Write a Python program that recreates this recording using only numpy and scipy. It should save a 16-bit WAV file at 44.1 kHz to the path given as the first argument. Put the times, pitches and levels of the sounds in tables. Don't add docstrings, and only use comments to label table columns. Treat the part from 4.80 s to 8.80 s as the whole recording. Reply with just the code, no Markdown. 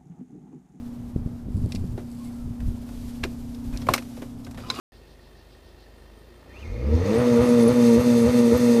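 import sys
import numpy as np
from scipy import signal
from scipy.fft import rfft, irfft
from scipy.io import wavfile

SR = 44100
rng = np.random.default_rng(int(sys.argv[2]) if len(sys.argv) > 2 else 0)


def master_out(mix):
    frames = np.transpose(np.atleast_2d(mix))
    ceiling = np.clip(frames, -1, 1)
    pcm = np.round(ceiling * 32767).astype(np.int16)
    wavfile.write(sys.argv[1], SR, pcm)


N = 176400

# time in seconds, then exhaust note, rasp and air hiss gains in dB.
ENGINE_EFFORT = [(0, -53, -72, -88), (1.6, -50.5, -57.5, -80), (1.8, -42, -48, -58.5),
                 (1.92, -32, -47, -59), (2.01, -28.5, -46, -56.5), (2.06, -22, -39, -57),
                 (2.15, -18.5, -39, -50), (2.24, -20, -33, -47.5), (2.36, -19.5, -29.5, -38.5),
                 (2.55, -15.5, -31, -39.5), (3.0, -17, -33.5, -37), (4.0, -19.5, -33.5, -37)]
# start in seconds, thump level in dB, depth of the following dip in dB,
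# held gain of the firing note in dB, held gain of the higher orders in dB.
LIMITER_BURSTS = [(2.37, -33, 3, 2.5, -0.5), (2.595, -27, 7, 5, 0.5), (2.877, -25, 9, 7, 0),
                  (3.168, -29.5, 9, 6.5, -1), (3.458, -29, 7.5, 7.7, 0.5), (3.726, -27, 8.5, 7.9, 1),
                  (3.99, -33, 6, 19, -12.5)]
# time in seconds, nominal whistle pitch in Hz, base level in dB.
TURBO_SPOOL = [(1.85, 3700, -76), (2.2, 5850, -70), (2.36, 7850, -53), (2.45, 8680, -71), (2.7, 9882, -54),
               (2.86, 9700, -54.5), (3.05, 10160, -62), (3.5, 10390, -60), (4.0, 10600, -63)]
THUMP_LAG_S, THUMP_WIDTH_S = 0.024, 0.024


def undb(db):
    return 10 ** (np.asarray(db) / 20)


def unit(x):
    return x / np.sqrt(np.mean(x ** 2))


def curve(t, table, column=1):
    rows = np.array(table)
    return np.interp(t, rows[:, 0], rows[:, column])


def during(t, table):
    return (t > table[0][0]) & (t < table[-1][0])


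def response(hz, spectrum):
    rows = np.array(spectrum)
    return undb(np.interp(np.log(hz + 1), np.log(rows[:, 0]), rows[:, 1]))


def colour(x, spectrum):
    return unit(irfft(rfft(x) * response(np.fft.rfftfreq(N, 1 / SR), spectrum), N))


def band(hz, width_hz):
    bell = np.exp(-2 * ((np.fft.rfftfreq(N, 1 / SR) - hz) / width_hz) ** 2)
    return unit(irfft(rfft(rng.standard_normal(N)) * bell, N))


def turns(hz):
    return np.cumsum(hz) / SR


def breathy(hz, width_hz):
    carrier = np.exp(2j * np.pi * turns(hz - width_hz / 3))
    return unit(np.real(signal.hilbert(band(0, width_hz)) * carrier))


def puffs(cycles, depth):
    return rng.standard_normal(N) * np.exp(depth * np.cos(2 * np.pi * cycles))


def swell(t, lag_s, width_s, sizes=None):
    sizes = np.ones(len(LIMITER_BURSTS)) if sizes is None else sizes
    return sum(size * np.exp(-((t - start_s - lag_s) / width_s) ** 2)
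               for (start_s, *_), size in zip(LIMITER_BURSTS, sizes))


def firing_rate(t):
    # time in seconds, firing rate in Hz.
    run_up = [(0, 50.5), (1.3, 51), (1.5, 55.5), (1.7, 60), (1.8, 62.5), (1.9, 88), (2.0, 121), (2.1, 148),
              (2.2, 172), (2.3, 211), (2.375, 233)]
    limit_hz, kick_s, sag_hz_per_s, jitter = 246.9, 0.02723, 63, 0.0031
    hz = curve(t, run_up)
    for start_s, *_ in LIMITER_BURSTS:
        kick = np.clip((t - start_s) / kick_s, 0, 1)
        sagging_hz = limit_hz - sag_hz_per_s * (t - start_s - kick_s)
        hz = hz * (1 - kick) + kick * sagging_hz
    return hz * (1 + jitter * band(0, 49.7))


def limiter_gains_db(t):
    starts_s, _, dips_db, notes_db, overtones_db = np.array(LIMITER_BURSTS).T
    dip_lag_s = 0.054

    def held(levels_db):
        steps_db = np.diff(levels_db, prepend=0)
        return sum(db * np.clip((t - s) / dip_lag_s, 0, 1) for s, db in zip(starts_s, steps_db))

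    dip_db = swell(t, dip_lag_s, 0.035, dips_db)
    late_dip_db = swell(t, 0.064, 0.014, dips_db)
    boom_db = 6 * swell(t, 0.032, THUMP_WIDTH_S)
    bark_db = 3.5 * swell(t, THUMP_LAG_S, THUMP_WIDTH_S)
    return boom_db - late_dip_db, held(notes_db) - dip_db, held(overtones_db) + bark_db - late_dip_db


def exhaust(t, crank_hz):
    # multiple of the crank rate, gain in dB up to the limiter, in dB on it, rms flutter in dB.
    orders = [(1, 2.5, -5.5, 3), (2, 4.5, 0, 1.06), (3, -4, -4, 3), (4, -9, -0.5, 1.56), (5, -9, -4.5, 0.5),
              (6, -10, -15, 2), (7, -20, -7.5, 4), (8, -14.5, -8.5, 4), (9, -15.5, -17, 4.5),
              (10, -13.5, -8.5, 2.5), (11, -27.5, -22.5, 5), (12, -15, -17, 5)]
    # frequency in Hz, gain in dB.
    pipe = [(25, -34), (38, -19), (48, -3.5), (60, -8), (68, -4), (83, -4), (100, -12), (120, -9),
            (160, -29), (195, -18.5), (212, -6), (238, -5.5), (252, -4.5), (275, -17.5), (325, -5),
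            (360, -17), (400, -23), (455, -0.5), (492, -6), (545, -11), (605, -11.5), (670, -35.5),
            (900, -19.5), (1250, -24), (1600, -18)]
    limiter_s, blend_s, smear_rad = 2.25, 0.09, 0.13
    boom_db, note_db, overtone_db = limiter_gains_db(t)
    on_limiter = np.clip((t - limiter_s) / blend_s, 0, 1)
    crank_rad = 2 * np.pi * turns(crank_hz)
    out = 0
    for k, climb_db, limit_db, flutter_db in orders:
        db = (1 - on_limiter) * climb_db + on_limiter * limit_db + flutter_db * band(0, 57)
        db += boom_db if k == 1 else note_db if k == 2 else overtone_db
        tone = -np.cos(k * crank_rad + smear_rad * k * rng.standard_normal())
        out += undb(db) * response(k * crank_hz, pipe) * tone
        if k > 1:
            half_db = -24.5 + 4 * on_limiter + 1.5 * band(0, 20)
            half_tone = np.cos((k + 0.5) * crank_rad + band(0, 6.7))
            out += undb(half_db) * response((k + 0.5) * crank_hz, pipe) * half_tone
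    return np.sqrt(2) * out * undb(curve(t, ENGINE_EFFORT))


def thumps(t):
    ring_hz, grunt_hz = 82, 330
    ring = np.sqrt(2) * np.sin(2 * np.pi * ring_hz * t) + undb(-2) * band(ring_hz, ring_hz / np.e)
    grunt = band(grunt_hz, 60) * undb(-37.5) * swell(t, 0, THUMP_WIDTH_S)
    gains = undb(np.array(LIMITER_BURSTS)[:, 1])
    return grunt + ring * swell(t, THUMP_LAG_S, THUMP_WIDTH_S, gains)


def crackle(t, crank_turns):
    # frequency in Hz, relative density in dB.
    spectrum = [(300, -25), (650, -10), (950, -8), (1250, 9), (1700, -15), (2500, -8), (3500, -10),
                (8000, -45)]
    bark = colour(puffs(crank_turns, depth=0.67), spectrum)
    return bark * undb(-40.5) * swell(t, lag_s=0.039, width_s=0.02)


def tailpipe_rasp(t, firings):
    # frequency in Hz, relative density in dB.
    spectrum = [(40, -13), (90, -5), (170, 1), (300, 0), (420, 0.5), (540, 0.5), (680, -6.5), (950, -8.5),
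                (1080, -10), (1220, -6.5), (1550, -19), (1950, -11), (2600, -20.5), (3200, -24.5),
                (8000, -44)]
    db = curve(t, ENGINE_EFFORT, column=2) + 3 * swell(t, lag_s=0.037, width_s=0.06)
    return colour(puffs(firings, depth=0.21), spectrum) * undb(db)


def silencer_growl(t):
    # time in seconds, level in dB.
    levels = [(1.85, -68), (1.95, -48), (2.04, -40), (2.15, -32.5), (2.22, -30.5), (2.3, -25.5),
              (2.38, -56), (2.45, -68)]
    return band(hz=477, width_hz=62) * undb(curve(t, levels)) * during(t, levels)


def bay(x):
    # centre in Hz, width in Hz, boost in dB.
    resonances = [(1837, 96, 10.5), (1990, 37, 4.5), (2160, 49, 8.5), (2450, 58, 5), (2580, 72, 8),
                  (2734, 53, 10.5), (3137, 51, 10.5), (3564, 93, 6.5), (4195, 40, 8), (4450, 66, 6),
                  (4840, 90, 4), (5760, 57, 3), (6330, 120, 4)]
    hz = np.fft.rfftfreq(N, 1 / SR)
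    db = sum(boost_db / (1 + (2 * (hz - centre_hz) / width_hz) ** 2)
             for centre_hz, width_hz, boost_db in resonances)
    return irfft(rfft(x) * undb(db), N)


def air_hiss(t, crank_turns):
    # frequency in Hz, relative gain in dB.
    spectrum = [(700, -25), (1900, -3), (2600, -4), (3100, -9.5), (3400, -6), (3600, -0.5), (3900, -3),
                (4400, -1.5), (5300, -4), (6600, -0.5), (7000, -8), (8300, -4), (10000, -8.5),
                (12400, -9.5), (13000, -12), (15200, -21)]
    shelf_hz, shelf_db = 6640, -8.5
    air = colour(bay(puffs(crank_turns, depth=0.1)), spectrum)
    low = signal.sosfiltfilt(signal.butter(6, shelf_hz, fs=SR, output="sos"), air)
    spool_hz = curve(t, TURBO_SPOOL)
    darkness = np.clip(2 * (1 - spool_hz / spool_hz.max()), 0, 1)
    air = low + (air - low) * undb(shelf_db * darkness)
    dip_db = 2.5 * swell(t, lag_s=0.029, width_s=0.088)
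    flutter_db = 1.217 * band(0, 22)
    return air * undb(curve(t, ENGINE_EFFORT, column=3) - dip_db + flutter_db)


def turbo_whistle(t):
    lag_s = 0.056
    hz = curve(t, TURBO_SPOOL) + 1440 * swell(t, lag_s, width_s=0.06)
    flare_db = 10.5 * swell(t, lag_s, width_s=0.014)
    flutter_db = 7.5 * band(0, 80)
    db = curve(t, TURBO_SPOOL, column=2) + flare_db + flutter_db
    return breathy(hz, width_hz=750) * undb(db) * (t > TURBO_SPOOL[0][0])


def intake_chirp(t):
    # time in seconds, nominal pitch in Hz, gain in dB.
    glide = [(1.68, 1800, -82), (1.72, 1900, -58), (1.76, 2550, -59), (1.81, 3100, -59), (1.85, 2200, -53),
             (1.9, 2160, -62.5), (2.02, 2200, -58), (2.15, 2200, -81)]
    chirp = breathy(curve(t, glide), width_hz=340) + undb(-5.5) * band(hz=2430, width_hz=82)
    flutter_db = 0.5 * band(0, 44)
    return bay(chirp) * undb(curve(t, glide, column=2) + flutter_db) * during(t, glide)


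def clatter(firings):
    # frequency in Hz, relative gain in dB.
    spectrum = [(30, -21), (55, -6.5), (80, -21), (120, -7.5), (180, -16), (250, -13), (310, -20.5),
                (358, -6), (400, -12), (600, -16.5), (1000, -23.5), (1400, -27), (1850, -30), (2200, -33.5),
                (4100, -30.5), (5200, -33.5), (6200, -39), (15000, -41)]
    tick_hz, decay_turns = 1813, 0.28
    rattle = colour(bay(puffs(firings, depth=0.13)), spectrum)
    ticks = unit(band(tick_hz, 130) * np.exp(-(firings / 2 % 1) / decay_turns))
    return rattle * undb(-54) + ticks * undb(-71)


def knock(t):
    start_s, decay_s = 0.908, 0.009
    envelope = (t > start_s) * np.exp(-np.abs(t - start_s) / decay_s)
    return band(hz=100, width_hz=220) * envelope * undb(-45)


def belt_swish(t):
    peak_s, period_s, end_s, fade_s = 0.16, 0.144, 1.15, 0.1
    pulse = 0.5 + 0.5 * np.cos(2 * np.pi * (t - peak_s) / period_s)
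    fade = np.clip((end_s - t) / fade_s, 0, 1)
    return band(hz=4300, width_hz=2100) * pulse * fade * undb(-64)


def crickets(t):
    # centre time in seconds, length in seconds, pitch in Hz, level in dB.
    chirps = [(0.153, 0.073, 8900, -77), (.32, .08, 8800, -78), (.51, .08, 8700, -78),
              (0.736, 0.11, 8400, -78), (0.857, 0.081, 8900, -81), (1.21, .08, 8850, -73),
              (1.39, .07, 8750, -71), (1.56, .08, 8820, -76)]
    return sum(band(hz, 200) * undb(db) * np.exp(-(2 * (t - centre_s) / length_s) ** 4)
               for centre_s, length_s, hz, db in chirps)


def scene():
    t = np.arange(N) / SR
    firing_hz = firing_rate(t)
    firings = turns(firing_hz)
    crank_hz, crank_turns = firing_hz / 2, firings / 2
    mix = exhaust(t, crank_hz) + thumps(t) + crackle(t, crank_turns)
    mix += tailpipe_rasp(t, firings) + silencer_growl(t)
    mix += air_hiss(t, crank_turns) + turbo_whistle(t) + intake_chirp(t)
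    mix += clatter(firings) + knock(t) + belt_swish(t) + crickets(t)
    return mix[None]


def record(dry):
    start_s, cutoff_hz = 0.12, 15250
    lowpass = signal.ellip(10, 0.2, 80, cutoff_hz, fs=SR, output="sos")
    return signal.sosfilt(lowpass, dry * (np.arange(N) / SR > start_s))


dry = scene()
out = record(dry)
master_out(out)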